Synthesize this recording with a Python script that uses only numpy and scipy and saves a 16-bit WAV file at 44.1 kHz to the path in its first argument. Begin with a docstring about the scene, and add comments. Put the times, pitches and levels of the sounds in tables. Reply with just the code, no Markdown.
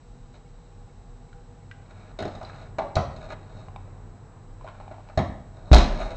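"""First a small kitchen: low rumble, a fridge-like hum, faint drones, a thin camera whine and soft pips.
In front of a hand-held camera an oven door is then pulled open, knocks on its hinge stops and is slammed.
Blows and rubs are bursts of impulses that ring sheet-metal modes and room noise; small loose parts tick.
The slam pushes air as a pressure step with ringing low modes, and overloads the microphone."""
import sys
import numpy as np
from scipy import signal
from scipy.fft import rfft, irfft
from scipy.io import wavfile
from scipy.ndimage import uniform_filter1d

SR = 44100
rng = np.random.default_rng(int(sys.argv[2]) if len(sys.argv) > 2 else 0)


def inscribe(sig):
    """Save sig as 16-bit PCM at rate SR to the path in sys.argv[1].

    A 1-D sig is mono; a 2-D sig holds one channel per row.
    Samples are clipped to [-1, 1] before scaling.
    """
    pcm = np.round(np.clip(np.atleast_2d(sig).T, -1, 1) * 32767)
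    wavfile.write(sys.argv[1], SR, pcm.astype(np.int16))


N = 271656
T = np.arange(N) / SR  # s
SLAM_S = 5.7162


def undb(db):
    """Amplitude factor of a level in dB."""
    return 10 ** (np.asarray(db) / 20)


def unit(x):
    """Scale to rms 1."""
    return x / np.sqrt(np.mean(x ** 2))


def unit_energy(x):
    """Scale to a sum of squares of 1."""
    return x / np.linalg.norm(x)


def curve(rows):
    """Straight lines over time through rows of time and value."""
    rows = np.array(rows)
    return np.interp(T, rows[:, 0], rows[:, 1])


def band(x, lo_hz, hi_hz):
    """Keep what lies between two frequencies."""
    return signal.sosfilt(signal.butter(2, [lo_hz, hi_hz], "bandpass", fs=SR, output="sos"), x)


def narrow(hz, width_hz):
    """Noise through one resonance, rms 1."""
    return unit(band(rng.standard_normal(N), hz - width_hz / 2, hz + width_hz / 2))


def fade(t, t60):
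    """Exponential decay by 60 dB in t60 seconds."""
    return np.exp(-np.log(1000) * t / t60)


def walk(rate):
    """Random levels held 1 / rate s and slewed twice; spread near 1."""
    hold = int(SR / rate)
    steps = np.repeat(rng.standard_normal(N // hold + 1), hold)
    return 0.61 * uniform_filter1d(uniform_filter1d(steps, hold), hold)[:N]


# Blows on the oven door, from 5.7 s the slam and its bounces. Each row: time in seconds, force in dB in
# the middle band, then relative to it the thud, low, upper and treble bands in dB.
BLOWS = [(2.189, -8, -15, -5, -10.5, -11.5), (2.204, -10, -4, 3.5, -12, -16),
         (2.224, -9, -1.5, -4, -6.5, -14), (2.252, -9, -5, 2.5, -15.5, -16.5),
         (2.278, -15, -6, -8, -19, -16.5), (2.351, -20, -6, -14, -9, -10),
         (2.413, -14.5, -10, -17, -17, -28), (2.429, -17, -1, -5, -17, -10), (2.53, -27, -7, -14, -2, -24),
         (2.785, 2, -24, -19, -16, -25.5), (2.796, -3, -18, -15, -24, -35), (2.955, -10, -4, 0.5, -11, 1),
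         (2.966, 5, 1, -12, -13, -30), (2.98, -2.5, -1, -3, -28, -32), (3.163, -24, -9, 1, -20, -9),
         (3.31, -16.5, -2, -14, -9, -23), (4.644, -20, -13, -8, -15, -23), (4.911, -18, -8, -6, -13, -25),
         (5.096, -20.5, -4, -11, -10.5, -23), (5.175, 3.5, 3, -3, -11, -18.5),
         (5.189, 0.4, -3.5, -1, -12.5, -21.5), (5.716, -3.5, -18, -5, -4, -4),
         (5.730, 11.5, -20, -4, -6, -10), (5.737, 9, -38, -8, -13, -12), (5.745, 4.5, -18, 2, -5, -4),
         (5.763, 0.6, -29, 7, -2.5, -5), (5.782, -1.5, -24, 3, -5, -4), (5.805, -2.5, -28, -5, -4.5, -13),
         (5.823, -8, -30, -7, -15, -12)]
CHATTER_S, RING_DB = .0033, -0.35


def knocks():
    """Each blow is a first contact and a short chatter of smaller ones; force on contact and on ring, per band."""
    force = np.zeros((len(DOOR_BANDS), N + SR))
    t = T[:SR // 8]
    for s, db, thud_db, low_db, upper_db, treble_db in BLOWS:
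        hits = rng.random(len(t)) < 4000 / SR  # about 4000 contacts per second
        taps = rng.standard_normal(len(t)) * hits * np.exp(-t / CHATTER_S)
        taps[0] = 1.73
        colour_db = np.array([thud_db, low_db, 0, upper_db, treble_db])
        blow = np.outer(undb(db + colour_db), unit_energy(taps))
        # a slow thud takes the blow as one push
        blow[0] = undb(db + thud_db) * (t == 0)
        start = int(s * SR)
        force[:, start:start + len(t)] += blow
    return np.array([force, undb(RING_DB) * force])[:, :, :N]


# Hand and hinge rubbing on the door, racks rattling after the slam. Each row: start, peak and end in
# seconds, middle-band force at the peak in dB, then upper and treble bands in dB relative to it.
# A peak set past the end leaves the rub still swelling when it stops.
RUBBING = [(0.335, 0.352, 0.38, -54, -5, -10), (1.85, 2.177, 2.12, -57.5, -2, -12.5),
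           (2.297, 2.546, 2.7, -51.5, -4.5, -12.5), (3.102, 3.265, 3.3, -44.5, -10, -16.5),
           (3.295, 3.321, 3.34, -38, -3, -15), (3.35, 3.582, 3.7, -56, -10.5, -11.5),
           (4.6, 4.674, 5.15, -53, -8.5, -22.5), (5.52, 5.72, 5.715, -50, -16.5, -18),
           (5.8, 5.996, 6.2, -36.5, -10, -16.5)]
RUB_EDGE_DB = -8  # level at start and end of a rub, below its peak
RUB_THUD_DB, RUB_LOW_DB, RUB_RING_DB = -10, -8.5, -10.5


def rubs():
    """Uneven stick-slip grains while hand, hinge and racks move; each rub swells towards its peak."""
    hits = rng.random(N) < 1500 / SR  # about 1500 grains per second
    uneven_db = 3.3 * walk(40) + 2.1 * rng.exponential(size=N)
    grains = unit(hits * rng.standard_normal(N) * undb(uneven_db))
    force = np.zeros((len(DOOR_BANDS), N))
    for start, peak, end, db, upper_db, treble_db in RUBBING:
        on = uniform_filter1d(1. * (T > start) * (T < end), size=600)
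        swell_db = np.interp(T, [start, peak, end], [RUB_EDGE_DB, 0, RUB_EDGE_DB])
        colour_db = [RUB_THUD_DB, RUB_LOW_DB, 0, upper_db, treble_db]
        force += np.outer(undb(colour_db), on * undb(db + swell_db) * grains)
    return np.array([force, undb(RUB_RING_DB) * force])


# Modes of the door and oven box. Each row: frequency in Hz, level in dB against the other modes,
# T60 in seconds. A mode outside every band of DOOR_BANDS stays silent.
DOOR_MODES = [(92.3, 1.5, 0.38), (141.3, -12.5, 0.43), (213.5, -2.5, 0.13), (275, -11.5, 0.13),
              (407, 1, 0.22), (442, -8, 0.14), (450, -18, .25), (556, -9.5, 0.17), (639, -1, 0.18),
              (690, -4, 0.1), (805, 2, 0.088), (956, -18.5, .2), (1050, -8.5, 0.1), (1160, -18.5, 0.11),
              (1220, -13, .12), (1200, -25.5, 0.1), (1458, 5.5, 0.047), (1980, -16, 0.072),
              (2268, -2.5, 0.26), (2680, -18, 0.074), (3800, 4, 0.053), (4110, 3.5, 0.033),
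              (5386, -7.5, .05), (6600, -3, .06)]


def door_response(lo_hz, hi_hz, room_t60, room_db, contact_t60):
    """What one tap sets off in a band: the contact, and the door's modes ringing on in the room; unit energy."""
    t = T[:SR]
    modes = sum(undb(db) * np.sin(2 * np.pi * hz * t) * fade(t, t60)
                for hz, db, t60 in DOOR_MODES if lo_hz <= hz < hi_hz)
    # sheet metal gives less at the top of each band
    low_heavy = band(rng.standard_normal(SR), lo_hz / 4, lo_hz * 1.198)
    noise = unit(band(low_heavy, lo_hz, hi_hz))
    contact = (modes + undb(2.5) * noise) * fade(t, contact_t60)
    onset = 1 - np.exp(-t / 0.0026)
    ring = (modes + undb(room_db) * noise * fade(t, room_t60)) * onset
    return unit_energy(contact), unit_energy(ring)


# Small loose parts: latch, hinge pin, rack. Each row: time in seconds, overall level in dB,
# main ring in Hz, relative level in dB of the second ring and the crack before their trims.
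LOOSE_PARTS = [(1.329, -46, 1430, -7), (1.713, -34.5, 1580, -7.5), (2.059, -49, 674, -15),
               (2.449, -40.5, 4050, -12), (2.497, -35, 1300, -16), (2.786, -21, 780, -22),
               (2.794, -24, 560, -28), (3.684, -34, 790, -19), (3.761, -29.5, 820, -14),
               (3.878, -43, 580, -22), (4.611, -38.5, 970, -18), (4.667, -34.5, 740, -17),
               (4.676, -32, 1090, -14), (4.686, -32, 1050, -14), (4.751, -41, 785, -14),
               (4.801, -35, 800, -21), (4.811, -36, 825, -19), (4.879, -35, 778, -16),
               (4.943, -34, 720, -21), (4.983, -39, 766, -26), (5.004, -42, 805, -18),
               (5.088, -40, 890, -8)]
TICK_MAIN_DB, TICK_SECOND_DB, TICK_CRACK_DB = -2, -4, -0.5  # trims
TICK_SECOND_HZ, TICK_T60_S = 2350, .028


def ticks():
    """Two short rings, each with a close neighbour, and a brief bright crack."""
    out, t = np.zeros(N + SR), T[:SR // 8]
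    onset = 1 - np.exp(-t / 0.00025)
    for s, db, main_hz, second_db in LOOSE_PARTS:
        rings = 0
        for hz, ring_db in ((main_hz, TICK_MAIN_DB), (TICK_SECOND_HZ, second_db + TICK_SECOND_DB)):
            neighbour_hz = hz * rng.uniform(1.036, 1.326)
            pair = np.sin(2 * np.pi * hz * t) + 0.74 * np.sin(2 * np.pi * neighbour_hz * t)
            rings = rings + undb(ring_db) * pair
        bright = unit(band(rng.standard_normal(len(t)), 1100, 3200))
        crack = undb(second_db + TICK_CRACK_DB) * bright * fade(t, 0.019)
        start = int(s * SR)
        out[start:start + len(t)] += undb(db) * (rings * fade(t, TICK_T60_S) + crack) * onset
    return out[:N]


# Bands of the door's answer: thud, low, middle, upper, treble. Each row: low and high edge in Hz,
# room T60 in seconds, room noise gain in dB against the modes, contact T60 in seconds.
DOOR_BANDS = [(63.4, 150, 0.92, -7.5, 0.067), (175.5, 550, 0.83, 17, 0.077), (589, 1383, 0.56, 10, 0.079),
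              (1300, 3800, 0.59, 15, 0.051), (3140, 7400, 0.43, 21, 0.02)]
TICK_ROOM_DB = -6


def door():
    """Knocks and rubs played through contact, door and room, band by band; the ticks get a little of the room."""
    force = knocks() + rubs()
    # axes: contact or ring, band, time
    responses = np.array([door_response(*row) for row in DOOR_BANDS]).transpose(1, 0, 2)
    struck = signal.fftconvolve(force, responses, axes=2)[:, :, :N].sum(axis=(0, 1))
    dry_ticks = ticks()
    echo = unit_energy(rng.standard_normal(SR // 2) * fade(T[:SR // 2], 0.65))
    tick_room = undb(TICK_ROOM_DB) * signal.fftconvolve(dry_ticks, echo)[:N]
    return dry_ticks + tick_room + struck


# Low modes of the air set off by the slam. Each row: frequency in Hz, level in dB, T60 in seconds.
AIR_MODES = [(57.6, 6, 0.26), (31.3, -4.5, 0.5), (44, -35, 0.39)]
SUCK_DB, SUCK_S, SLAM_RISE_S = -13, .003, .0004


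def slam_air():
    """A short dip as the door swings in, then a sudden pressure step leaves the low modes ringing."""
    t = T - SLAM_S
    step = .5 + .5 * np.tanh(t / SLAM_RISE_S)
    boom = sum(undb(db) * np.cos(2 * np.pi * hz * t) * fade(np.maximum(t, 0), t60)
               for hz, db, t60 in AIR_MODES)
    dip = undb(SUCK_DB) * np.exp(np.minimum(t, 0) / SUCK_S)
    return step * boom - (1 - step) * dip


# Centres of the soft tones, in seconds.
PIP_TIMES = [.465, .9, 1.295, 1.635]
PIP_HZ, PIP_S, PIP_DB = 2200, 0.01, -67  # PIP_S: from the centre to 1/e


def pips():
    """Short soft sine tones under bell-shaped envelopes."""
    envelope = sum(np.exp(-((T - s) / PIP_S) ** 2) for s in PIP_TIMES)
    return undb(PIP_DB) * envelope * np.sin(2 * np.pi * PIP_HZ * T)


# Colour of the room noise. Each row: frequency in Hz, relative density in dB per Hz.
ROOM_COLOUR = [(12, -12.5), (20, 5.5), (45, -8), (65, -26), (88, -6.5), (140, -10), (245, -21.5),
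               (285, -23.5), (476, -23), (584, -28.5), (814, -24.5), (879, -27), (2100, -37), (7920, -43.5),
               (9000, -50.5), (11700, -95), (19800, -120)]
# Room noise, louder near the open oven and after the slam. Each row: time in seconds,
# mean level in dB of its 150 to 1500 Hz part.
AIR_LEVEL = [(0, -55), (1.7, -54.5), (2.2, -51), (3.4, -49), (4.5, -51.5), (5.1, -55.5), (5.6, -50.5),
             (6.16, -45)]
HISS_DB = -58.5  # steady gain of the same noise above 2 kHz


def room_air():
    """Broad coloured noise, gently unsteady at its low end."""
    hz = np.maximum(np.fft.rfftfreq(N, 1 / SR), 1)
    rows = np.array(ROOM_COLOUR)
    colour = undb(np.interp(np.log(hz), np.log(rows[:, 0]), rows[:, 1]))
    noise = irfft(rfft(rng.standard_normal(N)) * colour, N)
    noise = noise / np.std(band(noise, 150, 1500))
    # the camera's own hiss holds still while the room part below it comes and goes
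    low = signal.sosfilt(signal.butter(2, 2000, fs=SR, output="sos"), noise)
    air = undb(curve(AIR_LEVEL) + 1.0 * walk(5.19)) * low + undb(HISS_DB) * (noise - low)
    return signal.sosfilt(signal.butter(3, 50, "highpass", fs=SR, output="sos"), air)


RUMBLE_DB, SHAKE_DB, SHAKE_RISE_S, SHAKE_T60_S = -47.5, -30, .07, 3.


def rumble():
    """Noise around 35 Hz that swells after the slam and slowly dies down."""
    after = np.maximum(T - SLAM_S, 0)
    shake = undb(SHAKE_DB) * (1 - np.exp(-after / SHAKE_RISE_S)) * fade(after, SHAKE_T60_S)
    return (undb(RUMBLE_DB) + shake) * unit(band(narrow(35.2, 19.0), 26.0, 50.4))


# Hum, strongest in front of the open oven. Each row: time in seconds, mean rms level in dB.
HUM_LEVEL = [(0, -61.5), (1.7, -53.5), (3.6, -51.5), (3.93, -45), (4.3, -52), (6.16, -49.5)]
HUM_HZ = 97.4  # mean pitch


def hum():
    """Fridge-like sine wandering in pitch and level."""
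    phase = 2 * np.pi * np.cumsum(HUM_HZ + 1.52 * walk(9.3)) / SR
    return undb(curve(HUM_LEVEL) + 1.6 * walk(2.8)) * np.sqrt(2) * np.sin(phase)


# Narrow resonances of the room noise. Each row: frequency in Hz, width in Hz,
# level in dB before the throb and the descent.
RESONANCES = [(133.4, 6.4, -60), (243.8, 13, -63), (482.2, 12.5, -65), (686, 26, -73), (807.5, 18, -66.5)]
DESCENT_S, DESCENT_DB = (1.8, 2.4), -5.5


def drones():
    """Throbbing narrow noise, fainter once the camera goes down to the oven."""
    drone = sum(undb(db + 4.1 * walk(6.5)) * narrow(hz, width_hz) for hz, width_hz, db in RESONANCES)
    return undb(np.interp(T, DESCENT_S, [0, DESCENT_DB])) * drone


WHINE_HZ, WHINE_DB = 7705, -75  # mean rms level


def whine():
    """The camera's thin tone at a fixed pitch, its level trembling slightly."""
    return undb(WHINE_DB + .7 * walk(38)) * np.sqrt(2) * np.sin(2 * np.pi * WHINE_HZ * T)


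def scene():
    """Oven door and slam up front, pips and room behind, as one channel."""
    background = room_air() + rumble() + hum() + drones() + whine()
    return (door() + slam_air() + pips() + background)[None]


PORT_HZ, PORT_WIDTH_HZ, PORT_DB = 3950, 600, -1
CAPSULE_HZ, TOP_HZ = 8600, 15600  # low-pass edges before and after clipping
CLIP, KNEE = .705, 15  # amplitude ceiling; a higher knee is sharper


def record(dry):
    """The microphone port rings near 4 kHz, the band ends early, then the converter clips with a round knee."""
    port_ring = band(dry, PORT_HZ - PORT_WIDTH_HZ / 2, PORT_HZ + PORT_WIDTH_HZ / 2)
    port = dry + undb(PORT_DB) * port_ring
    narrowed = signal.sosfilt(signal.ellip(10, .3, 70, CAPSULE_HZ, fs=SR, output="sos"), port)
    clipped = narrowed / (1 + np.abs(narrowed / CLIP) ** KNEE) ** (1 / KNEE)
    return signal.sosfilt(signal.ellip(8, .2, 70, TOP_HZ, fs=SR, output="sos"), clipped)


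dry = scene()
out = record(dry)
inscribe(out)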